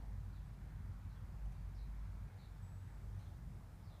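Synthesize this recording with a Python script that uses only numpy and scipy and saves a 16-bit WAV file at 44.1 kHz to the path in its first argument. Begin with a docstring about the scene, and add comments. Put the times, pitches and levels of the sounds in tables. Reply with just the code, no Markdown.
"""A low drone, as of far engines, swells and fades over a distant rumble at a quiet outdoor spot.
The drone is a modulated sine; the rumble, the wash of open air and the soft microphone hiss are
coloured noise. A boom wells up about an octave above the drone. A far bird repeats a falling,
frequency-modulated chirp, blurred by echoes. Close by, small contacts give faint ticks of noise
and tiny pieces of metal ping, each in one damped mode."""
import sys
import numpy as np
from scipy import signal
from scipy.fft import rfft, irfft
from scipy.io import wavfile
from scipy.ndimage import uniform_filter1d

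SR = 44100
rng = np.random.default_rng(int(sys.argv[2]) if len(sys.argv) > 2 else 0)


def inscribe(sig):
    """Save sig as 16-bit PCM at rate SR to the path in sys.argv[1].

    A 1-D sig is mono; a 2-D sig holds one channel per row.
    Samples are clipped to [-1, 1] before scaling.
    """
    pcm = np.round(np.clip(np.atleast_2d(sig).T, -1, 1) * 32767)
    wavfile.write(sys.argv[1], SR, pcm.astype(np.int16))


N = 176400
T = np.arange(N) / SR


def amp(db):
    """Amplitude grows tenfold for every 20 decibels."""
    return 10 ** (np.asarray(db) / 20)


def unit(x):
    """Normalisation to rms 1."""
    return x / np.sqrt(np.mean(x ** 2) + 1e-20)


def level(points):
    """An amplitude envelope, interpolated between (time_s, level_db) points."""
    return amp(np.interp(T, *np.transpose(points)))


def add(mix, start_s, sound):
    """Superposition of a delayed sound on the mix."""
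    part = mix[max(round(start_s * SR), 0):][:len(sound)]
    part += sound[:len(part)]


def slow(rate_hz):
    """Low-pass filtered noise gives a smooth random wander of rms 1."""
    hz = np.fft.rfftfreq(N, 1 / SR)
    return unit(irfft(rfft(rng.standard_normal(N)) * np.exp(-(hz / rate_hz) ** 2) * (hz > 0), N))


def noise(spectrum):
    """Spectral shaping turns white noise into coloured noise of rms 1."""
    frequency_hz, density_db = np.transpose(spectrum)
    hz = np.fft.rfftfreq(N, 1 / SR)
    gain = amp(np.interp(np.log(hz + 1), np.log(frequency_hz), density_db))
    return unit(irfft(rfft(rng.standard_normal(N)) * gain, N))


def patchy(x, depth_db):
    """Random modulation in time and frequency lets patches of the spectrum drift up and down."""
    spectra = signal.stft(x, nperseg=1024, noverlap=768)[2]
    field = uniform_filter1d(rng.standard_normal(spectra.shape), size=12, axis=0)
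    field = unit(uniform_filter1d(field, size=26, axis=1))
    return unit(signal.istft(spectra * amp(depth_db * field), nperseg=1024, noverlap=768)[1][:N])


def tone(hz):
    """Phase is the integral of frequency: a sine of rms 1 follows a pitch curve."""
    return np.sqrt(2) * np.sin(2 * np.pi * (np.cumsum(hz) / SR + rng.random()))


# Envelope of the drone: time_s, relative_level_db
DRONE_ENVELOPE = [(0, -46), (.2, -49), (.68, -54), (.82, -48.5), (1.05, -51), (1.32, -52), (1.48, -44.5),
                  (1.7, -47), (2.05, -45.5), (2.27, -52.5), (2.34, -65), (2.53, -49.5), (2.66, -58),
                  (2.9, -55), (3.05, -47), (3.22, -54.5), (3.55, -53), (4.0, -62)]

def drone(pitch_hz=50.17, drift_hz=0.62, gain_db=-1.3):
    """Random amplitude and frequency modulation spread a deep sine into a rough, narrow band."""
    flutter = 1 + 0.26 * slow(rate_hz=19)
    carrier = tone(pitch_hz + drift_hz * slow(rate_hz=4))
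    return amp(gain_db) * level(DRONE_ENVELOPE) * flutter * carrier


# Spectrum of the rumble: frequency_hz, relative_density_db
RUMBLE_SPECTRUM = [(15, -25), (30, -14), (45, -10), (65, -4.5), (98, 0.5), (122, -5.5), (150, -7),
                   (172, -9), (235, -20.5), (340, -31), (700, -62)]
# Envelope of the rumble: time_s, level_db
RUMBLE_ENVELOPE = [(0, -53.5), (1.0, -52), (1.6, -52.8), (2.27, -53), (2.33, -58), (2.5, -56), (3.0, -55),
                   (3.56, -52), (3.63, -57), (3.82, -54), (4.0, -56.5)]

def rumble():
    """Noise with its energy concentrated at low frequencies is heard as a distant rumble."""
    return level(RUMBLE_ENVELOPE) * noise(RUMBLE_SPECTRUM)


# Spectra of the wash's low body and airy top: frequency_hz, relative_density_db
AIR_BODY_SPECTRUM = [(100, -2.5), (300, 0.5), (480, -0.5), (650, -0.5), (880, 0.5), (1120, -6.5),
                     (1500, -15), (2500, -27), (6000, -42)]
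AIR_TOP_SPECTRUM = [(400, -31), (750, -5.5), (1000, 2), (1400, 1.5), (1800, -1.5), (2300, -4.5),
                    (2900, -12.5), (4000, -13.5), (6000, -23.5), (12000, -36)]
# Envelopes of the two bands: time_s, body_db, top_db
AIR_ENVELOPES = [(0, -69, -73.5), (.5, -72.5, -73), (.88, -70.7, -72), (1.3, -70.5, -73.5),
                 (1.95, -72, -73), (2.35, -70, -72.2), (2.7, -70, -74), (3.2, -69, -73), (3.45, -71, -75.5),
                 (4.0, -69.5, -74)]

def open_air():
    """Two incoherent noise bands, swelling separately, add in power to form a far wash."""
    time_s, body_db, top_db = np.transpose(AIR_ENVELOPES)
    body = amp(np.interp(T, time_s, body_db)) * patchy(noise(AIR_BODY_SPECTRUM), depth_db=1.4)
    top = amp(np.interp(T, time_s, top_db)) * patchy(noise(AIR_TOP_SPECTRUM), depth_db=1.63)
    return body + top


# Spectrum of the hiss: frequency_hz, relative_density_db
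HISS_SPECTRUM = [(100, 5), (3000, -0.5), (5000, 1), (8000, -1), (11000, -2.5), (15500, -4)]
# Envelope of the hiss: time_s, level_db
HISS_ENVELOPE = [(0, -78), (.8, -79), (1.5, -78), (2.2, -78.2), (2.7, -77.4), (3.2, -77), (4.0, -77.5)]

def microphone_hiss():
    """The microphone's self-noise sets a broadband, nearly steady noise floor."""
    return level(HISS_ENVELOPE) * patchy(noise(HISS_SPECTRUM), depth_db=.5)


# Swells of the boom: centre_s, length_s, level_db
BOOM_SWELLS = [(0.237, 0.26, -52), (0.884, .09, -50), (1.237, 0.14, -55.5), (1.648, 0.33, -54),
               (2.12, 0.52, -56.5), (2.367, .06, -52.5), (2.637, 0.096, -48.5), (2.775, 0.24, -53.5),
               (3.164, 0.16, -48)]

def boom(pitch_hz=95.5, drift_hz=3.15):
    """Half-cosine swells modulate the amplitude of a wavering tone about an octave above the drone."""
    envelope = sum(amp(level_db) * np.cos(np.pi * np.clip((T - centre_s) / length_s, -.5, .5))
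                   for centre_s, length_s, level_db in BOOM_SWELLS)
    return envelope * tone(pitch_hz + drift_hz * slow(rate_hz=7.2))


# Ticks and scuffs close by: start_s, decay_s, level_db
CONTACTS = [(.202, 0.0046, -77), (1.456, .007, -73), (1.520, .006, -69.5), (3.19, 0.039, -75)]
# Spectrum of the contacts: frequency_hz, relative_density_db
CONTACT_SPECTRUM = [(300, -10), (1400, -14), (2200, 9), (3100, 10), (4500, -16), (6200, 8), (7400, -9),
                    (8600, -4), (15000, -14)]

def ticks(rise_s=0.0012):
    """Brief dry contacts excite broadband transients: bright noise that decays exponentially."""
    envelope = np.zeros(N)
    for start_s, decay_s, level_db in CONTACTS:
        attack = np.clip((T - start_s) / rise_s, 0, 1)
        decay = np.exp(-np.maximum(T - start_s - rise_s, 0) / decay_s)
        envelope += amp(level_db) * attack * decay
    return envelope * noise(CONTACT_SPECTRUM)


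# Bird notes: start_s, length_s, first_pitch_hz, last_pitch_hz, relative_level_db, trill_rms_hz
BIRD_NOTES = [(.325, .058, 4440, 3700, -78, 260), (0.38, .03, 3350, 3150, -82, 110),
              (1.097, 0.044, 4300, 3900, -80, 200), (1.155, 0.029, 3360, 3270, -77.5, 110),
              (1.541, .05, 4650, 4480, -83, 30), (1.743, 0.053, 5460, 4100, -77, 330),
              (1.785, 0.064, 4060, 3980, -75, 160), (2.384, 0.076, 4180, 3780, -74, 220),
              (2.41, 0.03, 4520, 4430, -79, 30), (3.189, 0.065, 4080, 3950, -78.5, 190),
              (3.254, 0.028, 3560, 3350, -75, 160), (3.834, 0.054, 5110, 4470, -77, 290),
              (3.897, 0.066, 3990, 3520, -75, 210)]

def bird(trill_rate_hz=104.9, edge_s=0.0046, bend=1.2):
    """Rapid frequency modulation adds buzzy sidebands to notes that fall and level off."""
    song = np.zeros(N)
    trill = tone(trill_rate_hz * (1 + .25 * slow(rate_hz=61.8)))
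    for start_s, length_s, first_hz, last_hz, level_db, trill_rms_hz in BIRD_NOTES:
        t = np.arange(0, length_s, 1 / SR)
        glide_hz = last_hz + (first_hz - last_hz) * np.clip(1 - t / length_s, 0, 1) ** bend
        deviation_hz = trill_rms_hz * np.roll(trill, -round(start_s * SR))[:len(t)]
        envelope = np.clip(np.minimum(t, length_s - t) / edge_s, 0, 1)
        add(song, start_s, amp(level_db) * envelope * tone(glide_hz + deviation_hz))
    return song


def with_echoes(source, t60_s=0.28, direct_db=-6.5, echo_db=-3):
    """Scattered reflections join the direct sound: convolution with a decaying noise tail."""
    tail = rng.standard_normal(SR) * amp(-60 * T[:SR] / t60_s)
    echoes = signal.fftconvolve(source, tail / np.linalg.norm(tail))[:N]
    return amp(direct_db) * source + amp(echo_db) * echoes


# Ringing modes of the metal: start_s, pitch_hz, level_db, t60_s
METAL_MODES = [(.45, 7850, -86, .35), (2.618, 7850, -75.5, 1.4), (3.185, 8600, -84, .4)]

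def pings(rise_s=.008):
    """Small pieces of metal vibrate freely, each in one high, exponentially damped mode."""
    ringing = np.zeros(N)
    for start_s, pitch_hz, level_db, t60_s in METAL_MODES:
        envelope = np.minimum(T / rise_s, 1) * amp(level_db - 60 * T / t60_s)
        add(ringing, start_s, envelope * np.sin(2 * np.pi * pitch_hz * T))
    return ringing


def scene():
    """Linear superposition: all sources sum at one microphone."""
    background = drone() + rumble() + open_air() + microphone_hiss()
    return (background + boom() + ticks() + with_echoes(bird()) + pings())[None]


def record(dry):
    """A linear-phase low-pass filter limits the bandwidth."""
    cutoff_hz = 15400
    low_pass = signal.firwin(801, cutoff_hz, window=("kaiser", 9), fs=SR)
    return signal.oaconvolve(dry, low_pass[None], "same")


dry = scene()
out = record(dry)
inscribe(out)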